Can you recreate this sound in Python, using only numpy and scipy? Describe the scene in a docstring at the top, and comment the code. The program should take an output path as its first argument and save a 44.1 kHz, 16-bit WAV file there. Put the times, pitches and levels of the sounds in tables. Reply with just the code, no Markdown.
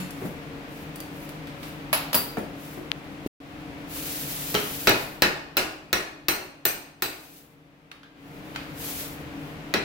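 """A hammer taps a pin through the frame of a steel gang punch on a wooden workbench.
Each blow rings the frame and the workshop; before the blows, tools are put down with a clink.
A machine hums behind and a hiss comes and goes. The main blows are about equally hard, but gain
control turns everything down a step with each, and recovers a second after the last.
Before the hammering, the sound clicks once on the left, then bumps and drops out for a moment."""
import sys
import numpy as np
from scipy import signal
from scipy.fft import rfft, irfft
from scipy.io import wavfile
from scipy.ndimage import uniform_filter1d

SR = 44100
rng = np.random.default_rng(int(sys.argv[2]) if len(sys.argv) > 2 else 0)


def waveform_to_disk(signal):
    """Save audio, clipped to [-1, 1], as 16-bit WAV at the path in sys.argv[1]."""
    frames = np.transpose(np.atleast_2d(signal))
    scaled = np.clip(frames, -1, 1) * 32767
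    samples = np.round(scaled).astype(np.int16)
    wavfile.write(sys.argv[1], SR, samples)


N = 433944

# The hammer landing on the pin. Each row: start in seconds, level in dB, treble in dB, crack in dB,
# clank pitch in Hz, clank in dB, ring pitch in Hz, ring in dB.
HAMMER_BLOWS = [(4.543, -27.5, 2, 4, 1260, 8.5, 1330, -6), (4.550, -27.5, -5, 12.5, 3120, 15, 5860, -10),
                (4.872, -11.5, -6, 1, 1410, -8.5, 4080, -31), (4.893, -20.5, 4, 1, 1430, 10, 2520, -3),
                (5.221, -11, -0.5, 8.5, 1836, 7, 12100, -24), (5.569, -11, 4.5, -12, 4060, -2, 2530, -24),
                (5.929, -10.5, 3, 10.5, 1810, 5, 5780, -13), (6.284, -9.5, 6, 7.5, 3770, 0, 5850, -14),
                (6.653, -11.5, 13, 8.5, 1747, 3.5, 6030, -10.5),
                (7.022, -12, 8.5, 8.5, 1770, -2, 4010, -11.5), (9.739, -21, -8, 4.5, 1940, 2, 2370, -22)]
# The dense body of the steel frame. 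Each row: frequency in Hz, level in dB.
FRAME_BODY = [(40, -2), (130, 0), (250, 1.5), (390, 3), (620, 2.5), (950, 0), (1500, 1), (2600, 1.5),
              (3300, -6), (4200, -3.5), (5900, -14), (6700, -14), (10000, -18), (14500, -16)]
# The clear tones of the frame, then of the pin. Each row: pitch in Hz, level in dB, t60 in seconds.
FRAME_MODES = [(199, -24, 0.33), (311.4, -20, 1), (364.6, -13.5, 0.55), (414.7, -18.5, 0.59),
               (655, -27, 0.51), (1325, -13.5, 0.19), (1447, -14, 0.49), (1707, -34.5, .4),
               (1773, -22, 0.49), (2410, -32, 0.16), (2497, -22.5, 0.81), (2610, -14.5, 0.25),
               (4012, -9.5, 0.24), (4800, -28.5, 0.25), (5690, -16.5, 0.32), (5580, -23, 0.14),
               (11200, -26, .3)]
PIN_MODES = [(8370, -13, .45), (8580, -12, .45), (13480, -4, .3), (13640, -1, .34), (13800, -7, .26)]


def hammer(tick_db=3, snap_db=-1, clack_db=4, pin_free_s=6.65, pin_fall_db_per_s2=51):
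    """Steel on steel ticks, snaps and clacks, and the frame rings; the pin rings most when freest."""
    out = np.zeros((2, N))
    for start, db, treble_db, crack_db, clank_hz, clank_db, ring_hz, ring_db in HAMMER_BLOWS:
        pin_db = 0.5 - pin_fall_db_per_s2 * (start - pin_free_s) ** 2
        pin = [(hz, mode_db + pin_db, t60) for hz, mode_db, t60 in PIN_MODES]
        modes = FRAME_MODES + [(ring_hz, ring_db, 0.45)] + pin
        frame = strike(FRAME_BODY, modes, treble_db, crack_db - 2, bass_db=-4.5, crack_s=0.0015,
                       body_s=0.029, room_db=-1, clank_hz=clank_hz, clank_db=clank_db)
        tick = amp(tick_db + treble_db) * snap(hz=14900, fade_s=0.0028, sharpness=3.6)
        crack = amp(snap_db + crack_db) * snap(hz=4200, fade_s=0.0017, sharpness=1.4)
        clack = amp(clack_db) * snap(hz=clank_hz, fade_s=0.0022, sharpness=22)
        add(out, start, amp(db) * frame)
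        add(out, start, amp(db) * (tick + crack + clack))
    return out


def snap(hz, fade_s, sharpness, size=1024):
    """The first wave of a contact: a few milliseconds of resonance, dry and mono."""
    t, freqs = np.arange(size) / SR, np.fft.rfftfreq(size, 1 / SR)
    detune = freqs / hz - hz / (freqs + 1)
    band = irfft(rfft(rng.standard_normal(size)) / (1 + (sharpness * detune) ** 2), size)
    fade = np.exp(-t / fade_s) * (1 - np.exp(-t / 0.0002))
    return np.outer([1, 1], unit(band * fade) * np.sqrt(np.mean(fade ** 2)))


# The workshop's reverb tail. Each row: frequency in Hz, t60 in seconds.
ROOM_DECAY = [(100, 0.69), (300, 0.58), (700, 0.8), (1900, 0.58), (4800, 0.57), (12800, 0.4)]


def strike(body, modes, treble_db, crack_db, bass_db, crack_s, body_s, room_db,
           clank_hz=1000, clank_db=0, size=28672):
    """One hit: a crack, a short dense ring, the room's tail and any clear modes on top."""
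    t, hz = np.arange(size) / SR, np.fft.rfftfreq(size, 1 / SR)
    band_hz, frame_s, bands = signal.stft(stereo_noise(size), SR, nperseg=256)
    room_fade = amp(-60 * frame_s / curve(ROOM_DECAY, band_hz)[:, None])
    tail = signal.istft(bands * room_fade, SR, nperseg=256)[1][:, :size]
    direct = stereo_noise(size) * np.exp(-t / body_s)
    burst = stereo_noise(size) * np.exp(-t / crack_s)
    crack = signal.lfilter([1, -1], [1, -0.88], burst)  # too short to move the bass
    # a heavy hit carries more bass, a hard contact more treble
    tilt_db = bass_db / (1 + (hz / 650) ** 2) + treble_db * (1 - 1 / (1 + (hz / 6500) ** 4))
    peak_db = clank_db / (1 + ((hz / clank_hz - 1) / 0.073) ** 2)
    tone = unit(amp(curve(body, hz) + ripple(hz))) * amp(tilt_db + peak_db)
    impact = colour(amp(crack_db) * crack + direct + amp(room_db) * tail, tone)
    attack = 1 - np.exp(-t / 0.00018)
    return (impact + ringing(modes, size)) * attack


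def ripple(hz, spacing_hz=70, depth_db=4.2):
    """Many small modes: uneven peaks and dips, in dB, that differ with the spot that is hit."""
    grid = np.arange(0, SR / 2, spacing_hz)
    return depth_db * np.interp(hz, grid, rng.standard_normal(len(grid))) * hz / (hz + 2000)


def ringing(modes, size, spread=0.004, min_width_hz=7):
    """Each mode is a tight cluster of partials, so it beats and shimmers as it dies."""
    t, hz = np.arange(size) / SR, np.fft.rfftfreq(size, 1 / SR)
    noise_spectrum = rfft(stereo_noise(size))
    out = np.zeros((2, size))
    for mode_hz, db, t60 in modes:
        fade = np.exp(-np.log(1000) * t / t60)
        width_hz = min_width_hz + spread * mode_hz
        cluster = irfft(noise_spectrum / (1 + ((hz - mode_hz) / width_hz) ** 2), size)
        out += amp(db) * unit(cluster * fade) * np.sqrt(np.mean(fade ** 2))
    return out


# Tools landing. Each row: start in seconds, level in dB, treble in dB, crack in dB,
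# ring pitch in Hz, ring in dB.
TOOL_CLINKS = [(1.929, -16, -2, 2.5, 12800, -17), (2.130, -30.5, 2.5, 14.5, 11690, -3),
               (2.144, -21.5, 1, 7.5, 4720, -7.5), (2.148, -31, 23.5, 0.5, 15600, -5),
               (2.158, -27.5, -0.5, -8, 11690, -3), (2.169, -42, 9, 8, 4560, -3)]
# The bright body of a tool. Each row: frequency in Hz, level in dB.
TOOL_BODY = [(60, -16), (300, -10), (600, 0.5), (1000, 2), (1800, -1), (4400, -3.5), (6200, -12.5),
             (9500, -14.5), (11000, -10), (13600, -9.5), (15600, -5.5)]
# Its clear tones. Each row: pitch in Hz, level in dB, t60 in seconds.
TOOL_MODES = [(631, -9, 0.14), (1050, -20.5, .3), (2610, -17.5, 0.42), (7700, -36, 0.37), (9600, -40, 0.2),
              (11200, -6, 0.23), (11800, -14.5, 0.3), (12600, -25, 0.42), (14040, -18, .16),
              (15550, -31, 0.17)]


def tool_clinks():
    """Steel tools are put down and ring with a high clink."""
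    return hits(TOOL_CLINKS, TOOL_BODY, TOOL_MODES, ring_t60=0.51,
                bass_db=-2, crack_s=0.0045, body_s=0.024, room_db=-5)


# Thuds on the bench. Each row: start in seconds, level in dB, treble in dB, crack in dB,
# ring pitch in Hz, ring in dB.
BENCH_KNOCKS = [(.001, -46, -2, -7, 180, 16), (.215, -36.5, -4, -9, 379, 2.5), (.250, -38.5, 7, -9, 179, 5),
                (2.144, -30, -3, 2.5, 958, -1.5), (2.371, -28.5, -6, 7.5, 710, -8),
                (2.775, -39.5, -12.5, -10, 356, 3.5), (4.545, -29, -9.5, -2.5, 420, 2),
                (4.893, -26.5, -8, -7, 390, 2), (5.226, -31.5, -5, 1, 518, 0.5),
                (9.745, -30.5, -10, -5, 414.5, 1)]
# The dark body of the wood. Each row: frequency in Hz, level in dB.
BENCH_BODY = [(50, -26.5), (110, -2.5), (220, 4.5), (450, 2), (1000, -7), (2000, -11), (5000, -31),
              (15000, -26.5)]


def bench_knocks():
    """The wood knocks dully as things are put down and the punch jumps under the hammer."""
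    return hits(BENCH_KNOCKS, BENCH_BODY, [], ring_t60=0.28,
                bass_db=4.5, crack_s=0.0046, body_s=0.038, room_db=-5.5)


# Small steel ticks. Each row: start in seconds, level in dB, treble in dB, crack in dB,
# ring pitch in Hz, ring in dB.
STEEL_TICKS = [(.001, -43.5, 20, -7, 7160, -4), (.004, -48.5, 2, -9, 2680, 3),
               (.107, -55, 24.5, 16, 7200, -3), (.958, -56.5, 27, 16.5, 4700, 0),
               (1.003, -54.5, 27, 17, 4640, 4), (1.291, -53, 16, 16, 4840, -10),
               (1.471, -51, 11, 11, 8450, -10), (1.630, -44, 13, 0, 12470, -10),
               (2.384, -51.5, 23, 8, 15600, 0), (3.262, -48.5, 19, -3, 13000, -13),
               (7.915, -33.5, 0.5, 17.5, 1780, -11), (8.032, -39, -2, 12, 1600, -1),
               (8.549, -43, -10, 3, 1310, -3), (8.560, -38.5, 1, 16.5, 2480, -3)]
# The thin body of a light touch. Each row: frequency in Hz, level in dB.
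TICK_BODY = [(100, -25), (700, -1.5), (1300, 6.5), (2700, 3), (4500, -2.5), (7000, -15.5), (15000, -20)]


def steel_ticks():
    """Light touches of steel on steel snap and are gone."""
    return hits(STEEL_TICKS, TICK_BODY, [], ring_t60=0.35,
                bass_db=1, crack_s=0.0028, body_s=0.009, room_db=1)


def hits(rows, body, modes, ring_t60, **voicing):
    """A run of hits on one kind of object, each with a ringing mode of its own."""
    out = np.zeros((2, N))
    for start, db, treble_db, crack_db, ring_hz, ring_db in rows:
        t60 = ring_t60 * curve(ROOM_DECAY, ring_hz) / curve(ROOM_DECAY, 4000)  # highs die sooner
        hit = strike(body, modes + [(ring_hz, ring_db, t60)], treble_db, crack_db, **voicing)
        add(out, start, amp(db) * hit)
    return out


def pop(hz, width_s, db, size=1024):
    """A dry swing of pressure that lasts a cycle or two."""
    t = np.arange(size) / SR
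    envelope = (t / width_s) * np.exp(1 - t / width_s)
    return amp(db) * envelope * np.sin(2 * np.pi * hz * t)


# Swells of the hiss. Each row: time when fully up in seconds, hold in seconds, level in dB.
HISS_SWELLS = [(.25, .02, -47.5), (.8, .02, -49), (1.224, .03, -48.5), (1.683, .02, -49),
               (2.68, 0.052, -44), (4.013, 1.02, -31.5), (7.15, 0.23, -33), (8.28, 0.56, -53.5),
               (8.884, 0.14, -31.5), (9.45, .04, -57)]
# Its airy colour. Each row: frequency in Hz, level in dB.
HISS_COLOUR = [(400, -32), (1200, -4.5), (2500, 1), (4500, 0), (9000, -1.5), (12500, 4), (15700, 4)]


def hiss(rest_db=-59, rise_s=0.17, fall_db_per_s=111, flutter_db=0.83):
    """A faint bright hiss; each swell rises smoothly, holds and dies away."""
    t = np.arange(N) / SR
    gain = amp(rest_db)
    for full_s, hold_s, db in HISS_SWELLS:
        rise = np.cos(np.pi / 2 * np.clip((full_s - t) / rise_s, 0, 1)) ** 2
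        fall_db = fall_db_per_s * np.maximum(t - full_s - hold_s, 0)
        gain = np.hypot(gain, rise * amp(db - fall_db))
    return wash(HISS_COLOUR) * gain * amp(flutter_db * drift(rate_hz=25))


# The motor's drone. Each row: pitch in Hz, level in dB.
MOTOR_TONES = [(50, -64.5), (75.4, -59.5), (143, -53), (155.5, -50), (279.9, -46), (307.5, -49),
               (463, -55.5), (559.9, -58), (717, -62)]
# The low bed of moving air. Each row: frequency in Hz, level in dB.
AIR_COLOUR = [(15, -40.5), (25, -11), (97, -11), (149, -4), (249, -8), (285, -8.5), (416, -12),
              (463, -11.5), (516, -13), (575, -12.5), (1610, -18), (2410, -18), (6560, -36.5),
              (12500, -45.5), (16000, -50.5)]


def machine(rush_db=-41, waver_db=2.5, wander_rad=0.24):
    """A motor's tones waver in the rush of moving air."""
    t = np.arange(N) / SR
    hum = np.zeros(N)
    for hz, db in MOTOR_TONES:
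        level = amp(db + waver_db * drift(rate_hz=7.7))
        phase = 2 * np.pi * (hz * t + rng.random()) + wander_rad * drift(rate_hz=0.97)
        hum += level * np.sin(phase)
    return np.sqrt(2) * hum + amp(rush_db) * wash(AIR_COLOUR)


# The stereo image. Each row: frequency in Hz, left-right correlation.
STEREO_IMAGE = [(60, 0.91), (300, 0.7), (600, 0.64), (1100, -0.076), (2200, -0.13), (4500, 0.1),
                (15000, -0.22)]


def stereo_noise(size):
    """White noise, narrow in the bass and wide in the treble."""
    left, unrelated = rfft(rng.standard_normal((2, size)))
    alike = curve(STEREO_IMAGE, np.fft.rfftfreq(size, 1 / SR))
    right = alike * left + np.sqrt(1 - alike ** 2) * unrelated
    return irfft(np.array([left, right]), size)


def wash(spectrum):
    """A steady noise bed of the given colour."""
    gain = amp(curve(spectrum, np.fft.rfftfreq(N, 1 / SR)))
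    return unit(irfft(rfft(stereo_noise(N)) * gain, N))


def drift(rate_hz):
    """Slow random motion of rms 1."""
    hz = np.fft.rfftfreq(N, 1 / SR)
    return unit(irfft(rfft(rng.standard_normal(N)) * np.exp(-(hz / rate_hz) ** 2), N))


def colour(x, gain):
    """Causal EQ with a gain for every bin, so attacks stay sharp."""
    log_gain = np.log(np.maximum(gain, 1e-5))
    response = np.exp(signal.hilbert(np.r_[log_gain, log_gain[-2:0:-1]]).conj())
    return irfft(rfft(x) * response[:len(gain)])


def curve(points, hz):
    """Reads between breakpoints on a log-frequency axis."""
    point_hz, values = np.transpose(points)
    return np.interp(np.log(hz + 1), np.log(point_hz), values)


def amp(db):
    """Decibels to gain."""
    return 10 ** (np.asarray(db) / 20)


def unit(x):
    """Scales to rms 1."""
    return x / np.sqrt(np.mean(x ** 2) + 1e-20)


def pan(x, left_db):
    """Leans a sound to the left."""
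    return x * amp(np.array([[left_db], [-left_db]]) / 2)


def add(mix, start_s, sound):
    """Lays a stereo sound into the mix."""
    part = mix[:, round(start_s * SR):][:, :sound.shape[1]]
    part += sound[:, :part.shape[1]]


def scene():
    """Hammer, tools and bench over the hum and hiss, with a click and a bump."""
    out = pan(hammer(), left_db=1.1)
    out += pan(machine(), left_db=2.4)
    out += pan(hiss(), left_db=1.5)
    out += steel_ticks()
    out += pan(tool_clinks(), left_db=0.5)
    out += pan(bench_knocks(), left_db=2.5)
    add(out, 2.917, np.outer([1, 0], pop(hz=3050, width_s=0.00013, db=1)))  # click, hard left
    add(out, 3.262, np.outer([1, 1], pop(hz=316, width_s=0.0011, db=-14.5)))  # bump, centre
    return out


def gain_control(x, threshold_db=-26, knee_db=2, depth_db=19, attack_s=0.47, hold_s=1.02,
                 release_s=0.16, hop=256):
    """Ducks the mix while the lows and mids are loud, holds, then recovers quickly."""
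    sidechain = signal.sosfilt(signal.butter(2, 3000, fs=SR, output="sos"), x.mean(0))
    power = uniform_filter1d(sidechain ** 2, size=882)[::hop]
    power_db = 10 * np.log10(abs(power) + 1e-12)
    step_s = hop / SR
    cut_db, quiet_s, cuts = 0, 0, []
    for over in np.clip((power_db - threshold_db) / knee_db, 0, 1):
        quiet_s = 0 if over > 0 else quiet_s + step_s
        cut_db += over * (depth_db - cut_db) * step_s / attack_s
        if quiet_s > hold_s:
            cut_db *= np.exp(-step_s / release_s)
        cuts.append(cut_db)
    return x * amp(-np.interp(np.arange(N), np.arange(0, N, hop), cuts))


def dropout(x, start_s=3.275, end_s=3.402, return_db=-5.5, recover_s=0.11):
    """The sound cuts out, returns a little low and creeps back up."""
    t = np.arange(N) / SR
    recovery = (t > end_s) * amp(return_db * np.exp(-abs(t - end_s) / recover_s))
    return x * uniform_filter1d((t < start_s) + recovery, size=64)


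def record(dry, ceiling=0.85, cutoff_hz=15900):
    """The master chain: gain control, soft clipping, a brief dropout and a steep high cut."""
    ducked = gain_control(dry)
    rounded = ducked / (1 + (ducked / ceiling) ** 4) ** 0.25
    high_cut = signal.firwin(401, cutoff_hz, window=("kaiser", 9), fs=SR)
    return signal.oaconvolve(dropout(rounded), high_cut[None], "same")


dry = scene()
out = record(dry)
waveform_to_disk(out)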